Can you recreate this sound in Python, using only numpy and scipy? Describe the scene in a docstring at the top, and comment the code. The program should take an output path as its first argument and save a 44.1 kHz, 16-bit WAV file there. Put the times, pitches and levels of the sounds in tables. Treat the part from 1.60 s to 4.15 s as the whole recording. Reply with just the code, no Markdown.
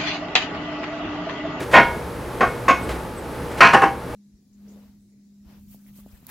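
"""Inside a shed, close to a steel wheel rim that lies on the wooden floor, heard in stereo.
A part is worked about inside the rim, metal knocking on metal: each clank cracks, chatters for a
moment and rings the rim's modes according to the spot that is hit; the shed's echo blurs the ring.
Between clanks come light scrapes and one soft bump through the boards.
Behind it all are a steady workshop rumble and a faint insect."""
import sys
import numpy as np
from scipy import signal
from scipy.fft import rfft, irfft, next_fast_len
from scipy.io import wavfile
from scipy.ndimage import uniform_filter1d, minimum_filter1d, map_coordinates

SR = 44100
rng = np.random.default_rng(int(sys.argv[2]) if len(sys.argv) > 2 else 0)


def dump(signal):
    """Clip the signal to [-1, 1] and save it as 16-bit WAV at the path in sys.argv[1]."""
    limited = np.clip(np.atleast_2d(signal).T, -1, 1)
    pcm = np.round(limited * 32767).astype(np.int16)
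    wavfile.write(sys.argv[1], SR, pcm)


N = 112454
T = np.arange(N) / SR

# Stereo width of the metal at the microphone: frequency_hz, side_db
METAL_WIDTH = [(100, -23), (600, -28.5), (1200, -19), (2500, -17.5), (6000, -22), (12000, -12)]
CHATTER_RATE_HZ, CHATTER_SPREAD_DB = 160, 1.6  # contacts a second, their spread in level


def amp(db):
    """Decibels to gain."""
    return 10 ** (np.asarray(db) / 20)


def unit(x):
    """Scale to rms 1."""
    return x / np.sqrt(np.mean(x ** 2) + 1e-20)


def along(points, hz):
    """Read (frequency_hz, value) points on a log frequency axis."""
    frequencies, values = np.transpose(points)
    return np.interp(np.log(hz + 1), np.log(frequencies + 1), values)


def wobble(rate_hz):
    """A smooth random curve with rate_hz knots a second."""
    return map_coordinates(rng.standard_normal(4096), [T * rate_hz], mode="wrap")


def filtered(x, response):
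    """Filter x by a gain that is a function of frequency."""
    size = next_fast_len(N + SR // 4)
    return irfft(rfft(x, size) * response(np.fft.rfftfreq(size, 1 / SR)), size)[..., :N]


def noise(spectrum, width):
    """Coloured stereo noise of rms 1; width sets the side level against the mid."""
    white = rng.standard_normal((2, N))
    mid, side = filtered(white, lambda hz: amp(along(spectrum, hz) + [0 * hz, along(width, hz)]))
    return unit(np.array([mid + side, mid - side]))


def rise(start_s, rise_s):
    """Opens from 0 towards 1 after start_s, with time constant rise_s."""
    return 1 - np.exp(-np.maximum(T - start_s, 0) / max(rise_s, 1e-4))


def fall(start_s, t60_s):
    """Stays at 1 until start_s, then dies away."""
    return amp(-60 * np.maximum(T - start_s, 0) / t60_s)


def fade(x, start_s, hold_s, decay_times):
    """After a hold that is shorter in the treble, each frequency dies at its own speed."""
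    half_hold_hz = 6200  # later contacts are softer and feed the treble less
    hz, t, spectra = signal.stft(x, SR, nperseg=256)
    release_s = start_s + hold_s / (1 + (hz[:, None] / half_hold_hz) ** 2)
    decay = amp(-60 * np.maximum(t - release_s, 0) / along(decay_times, hz)[:, None])
    return signal.istft(spectra * decay, SR)[1][:, :N]


def workshop_rumble():
    """Room tone: steady rumble and hiss with a wavering machine hum."""
    # Tones of the hum: pitch_hz, level_db
    hum_tones = [(61, -50), (122, -46), (479, -42.5), (872, -52.5)]
    # Colour of the room tone: frequency_hz, relative_db
    air_spectrum = [(15, -52), (25, -14), (59, -4), (76, 0.5), (92, -13.5), (114, -0.5), (134, -3.5),
                    (149, -7), (180, -1.5), (200, -10.5), (217, -5.5), (317, -5.5), (354, -5.5), (476, -5),
                    (591, -8.5), (796, -13), (863, -6), (962, -14.5), (1100, -12.5), (3160, -28.5),
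                    (7110, -36.5), (11000, -33.5), (16000, -44.5)]
    # Its stereo width: frequency_hz, side_db
    air_width = [(60, -18.5), (130, -18.5), (290, -17.5), (640, -14), (1410, -10.5), (3100, -8.5),
                 (6820, -11), (15000, -1.5)]
    air_db, swell_db, waver = -30.5, 1.13, 0.44
    hum = 0
    for hz, db in hum_tones:
        level = amp(db) * np.sqrt(2) * (1 + waver * wobble(7.78))
        hum += level * np.sin(2 * np.pi * hz * T + 2 * waver * wobble(6.88))
    return amp(air_db + swell_db * wobble(5.9)) * noise(air_spectrum, air_width) + hum


def insect():
    """Three faint, high, evenly spaced chirps of narrow-band noise."""
    # The insect's chirps: centre_s, level_db
    chirps = [(.89, -51), (1.24, -45), (1.585, -46.5)]
    pitch_hz, sigma_hz, sigma_s = 8200, 350, 0.013
    white = rng.standard_normal((2, N))
    buzz = unit(filtered(white, lambda hz: np.exp(-.5 * ((hz - pitch_hz) / sigma_hz) ** 2)))
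    return buzz * sum(amp(db) * np.exp(-.5 * ((T - centre_s) / sigma_s) ** 2) for centre_s, db in chirps)


def shed_echo(direct):
    """The shed's late echo reaches the microphone just after the direct sound."""
    # Reverberation of the shed: frequency_hz, t60_s
    decay_times = [(200, .5), (1500, 0.48), (5000, .35), (12000, .2)]
    wash = noise(spectrum=[(100, 0), (10000, 0)], width=[(100, -26), (5000, -4)])
    tail = fade(wash, 0, 0, decay_times) * rise(start_s=0.0087, rise_s=0.011)
    return signal.fftconvolve(direct, tail / np.linalg.norm(tail[0]), axes=1)[:, :N]


def floor_bump():
    """The rim's weight shifts and thumps the floorboards."""
    # Modes of the boards: pitch_hz, level_db, t60_s
    boards = [(60, -21.5, 0.39), (72, -37, 0.12), (126.5, -28.5, 0.35)]
    start_s = 1.298
    thump = sum(amp(db) * fall(start_s, t60_s) * np.sin(2 * np.pi * hz * (T - start_s))
                for hz, db, t60_s in boards)
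    return thump * rise(start_s, rise_s=0.013)


def scrapes():
    """The part slides briefly over the steel."""
    # Light slides of the part: start_s, length_s, level_db
    slides = [(0, 0.009, -26.5), (0.112, 0.03, -25.5), (1.287, .02, -29), (1.91, .01, -34),
              (1.972, 0.024, -32)]
    # Colour of the scraping: frequency_hz, relative_db
    spectrum = [(100, -43), (300, 7.5), (900, -2.5), (2000, -3.5), (3200, -11.5), (5000, -18), (9000, -21),
                (15000, -32)]
    level = sum(amp(db) * rise(start_s, rise_s=0.0034) * fall(start_s + length_s, t60_s=0.24)
                for start_s, length_s, db in slides)
    return level * amp(CHATTER_SPREAD_DB * wobble(CHATTER_RATE_HZ)) * noise(spectrum, METAL_WIDTH)


def ripple(x):
    """Many close modes make a spectrum uneven, most of all in the treble."""
    depth_db, spacing_hz, full_depth_hz = 3.8, 55, 2500
    knots = rng.standard_normal(2048)

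    def response(hz):
        peaks = map_coordinates(knots, [hz / spacing_hz], mode="wrap")
        return amp(depth_db * np.minimum(hz / full_depth_hz, 1) * peaks)
    return unit(filtered(x, response))


def clatter(start_s, rise_s, chatter_s, decay_ratio, tilt_db_per_octave, spot):
    """Chattering contacts excite the dense, short modes of the rim and the loose part."""
    # Colour of the dense modes, for each spot: frequency_hz, relative_db
    spectra = { "a": [(60, -26), (130, -7.5), (330, -7.5), (660, -2), (1050, -3.5), (1250, -6),
               (1950, -6.5), (2700, -11.5), (3500, -21), (5000, -27), (8000, -40.5), (15000, -52)],
               "b": [(60, -13), (170, -8.5), (330, 1), (560, -0.5), (740, 8.5), (890, -11), (1090, 11.5),
               (1250, -1), (1600, 0), (2700, -10.5), (3400, -21), (6400, -26.5), (9000, -40), (15000, -49)],
               "c": [(60, -26), (160, 2), (400, -0.5), (750, 2.5), (900, 2.5), (1500, 8.5), (1950, 4),
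               (2700, -2.5), (3500, -11.5), (5200, -18), (8000, -29), (15000, -45)], "d": [(60, -31),
               (160, -3), (400, 1.5), (600, -3), (800, 3.5), (1150, 5.5), (1350, -9), (1650, 2),
               (2300, -13), (2800, -10), (3450, -27), (5000, -30), (9500, -38), (15000, -58)]}
    # Their usual decay: frequency_hz, t60_s
    usual_decay = [(150, 0.31), (500, 0.19), (1200, 0.21), (2800, 0.25), (6000, 0.3), (12000, 0.15)]
    colour = [(hz, db + tilt_db_per_octave * np.log2(max(hz / 1000, 1))) for hz, db in spectra[spot]]
    decay_times = [(hz, t60_s * decay_ratio) for hz, t60_s in usual_decay]
    modes = ripple(noise(colour, METAL_WIDTH))
    burst = fade(modes, start_s, chatter_s, decay_times) * rise(start_s, rise_s)
    return burst * amp(CHATTER_SPREAD_DB * wobble(CHATTER_RATE_HZ))


def rim_ring(start_s, rise_s, chatter_s, spot):
    """The rim's clear modes swell while the metal chatters, then ring out."""
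    # Modes of the rim, by spot hit: pitch_hz, t60_s, spot_a_db, spot_b_db, spot_c_db, spot_d_db
    modes = [ (523, 0.36, -15, -21, -32, -17.5), (682, 0.33, -11.5, -20, -15.5, -44),
             (730.7, 0.12, -13.5, -14, -30, -25), (789, 0.22, -13, -34, -15, -5.5),
             (949, 0.43, -13, -43, -13.5, -29), (1036, 0.23, -6, -13, -7, -17),
             (1070, 0.34, -31, -27, -11, -17.5), (1093, 0.18, -37, -4, -35, -16),
             (1167, .23, -25, -21, -21, -17), (1264, 0.26, -17.5, -45, -11, -18),
             (1440, 0.31, -11, -24, -11.5, -30), (1466, 0.31, -12, -18, -41, -22),
             (1522, 0.22, -22, -36, -19, -17.5), (1562, 0.17, -19, -12.5, -9, -20),
             (1606, .24, -27, -41, -24, -39), (1662, 0.63, -26.5, -36, -22, -28.5),
             (1824, 0.11, -14, -35, -14, -46), (1862, 0.22, -8, -28, -10.5, -42),
             (2040, .25, -26, -23, -39, -35), (2193, 0.34, -13.5, -18, -35, -30.5),
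             (2300, 0.24, -30, -38, -15, -43), (2437, 0.22, -17, -30, -32, -35),
             (2500, 0.32, -28, -23, -12, -35), (2665, .25, -22.5, -26.5, -14.5, -25),
             (2884, 0.23, -40, -32, -32, -42), (3012, 0.17, -38, -45, -20, -46),
             (3140, 0.3, -22.5, -31.5, -24, -40), (4270, 0.27, -41, -52, -28, -53),
             (6500, 0.18, -45, -31.5, -37, -56), (9250, 0.15, -52, -60, -51, -41.5)]
    build_s, hold_s = 0.0079, .45 * chatter_s  # only the early chatter feeds the clear modes
    blur_depth, blur_rate_hz = 0.2, 38.7  # each mode is unsteady in level and phase
    out = np.zeros((2, N))
    ringing = (T >= start_s) & (T < start_s + .7)
    t = T[ringing] - start_s
    for hz, t60_s, *spot_db in modes:
        knots = rng.standard_normal((2, 256))
        blur = [blur_depth * map_coordinates(row, [t * blur_rate_hz], mode="wrap") for row in knots]
        phase = 2 * np.pi * (hz * t + rng.random())
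        level = amp(spot_db["abcd".index(spot)] - 60 * np.maximum(t - hold_s, 0) / t60_s)
        mid = np.sin(phase) * (1 + blur[0]) + np.cos(phase) * blur[1]
        side = amp(along(METAL_WIDTH, hz)) * np.sin(phase + 2 * np.pi * rng.random())
        out[:, ringing] += level * np.array([mid + side, mid - side])
    return out * rise(start_s, build_s + rise_s)


def clanks():
    """Each blow of the part: a crack at first contact, a burst of clatter and the ring of the rim."""
    # Blows on the rim: start_s, ring_db, clatter_db, crack_db, rise_s, chatter_s,
    # decay_ratio, tilt_db_per_octave (above 1 kHz), spot
    blows = [ (.132, 0, -7, -42, 0.0082, 0.055, 0.95, -0.2, "a"),
             (0.807, -8, -11.5, -16, 0.00064, .022, 0.95, -2, "b"),
             (1.0808, -2, -12, -17, 0.0013, 0.021, 0.89, 1.9, "b"),
             (2.0061, 1.5, -6.5, -4.5, 0.00078, 0.03, 1.34, 1.8, "c"),
             (2.1335, 0.5, -7.5, -12, 0.0014, 0.017, 0.75, 1.8, "d"),
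             (2.218, -3.5, -10, -16, 0.0013, 0.017, 0.76, 0, "d")]
    # Colour of the first contact: frequency_hz, relative_db
    crack_spectrum = [(100, -27), (400, 3), (1000, 3.5), (2200, 3), (3200, -13), (5500, -22.5), (9000, -31),
                      (15000, -41)]
    crack = noise(crack_spectrum, METAL_WIDTH)
    out = np.zeros((2, N))
    for start_s, ring_db, clatter_db, crack_db, rise_s, chatter_s, decay_ratio, tilt, spot in blows:
        out += amp(crack_db) * crack * rise(start_s, rise_s=0.00054) * fall(start_s, t60_s=0.041)
        out += amp(clatter_db) * clatter(start_s, rise_s, chatter_s, decay_ratio, tilt, spot)
        out += amp(ring_db) * rim_ring(start_s, rise_s, chatter_s, spot)
    return out


def scene():
    """At the microphone: the metal in front, its echo well below it, the quiet sources around it."""
    metal = clanks() + scrapes()
    return metal + amp(-21.5) * shed_echo(metal) + floor_bump() + insect() + workshop_rumble()


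def record(dry):
    """A fast limiter holds the loudest clanks near full scale; nothing above the band limit is kept."""
    ceiling, window_samples, top_hz = 1.03, 31, 16000
    needed_gain = 1 / np.maximum(np.abs(dry).max(axis=0) / ceiling, 1)
    gain = uniform_filter1d(minimum_filter1d(needed_gain, window_samples), window_samples)
    return filtered(dry * gain, lambda hz: hz < top_hz)


dry = scene()
out = record(dry)
dump(out)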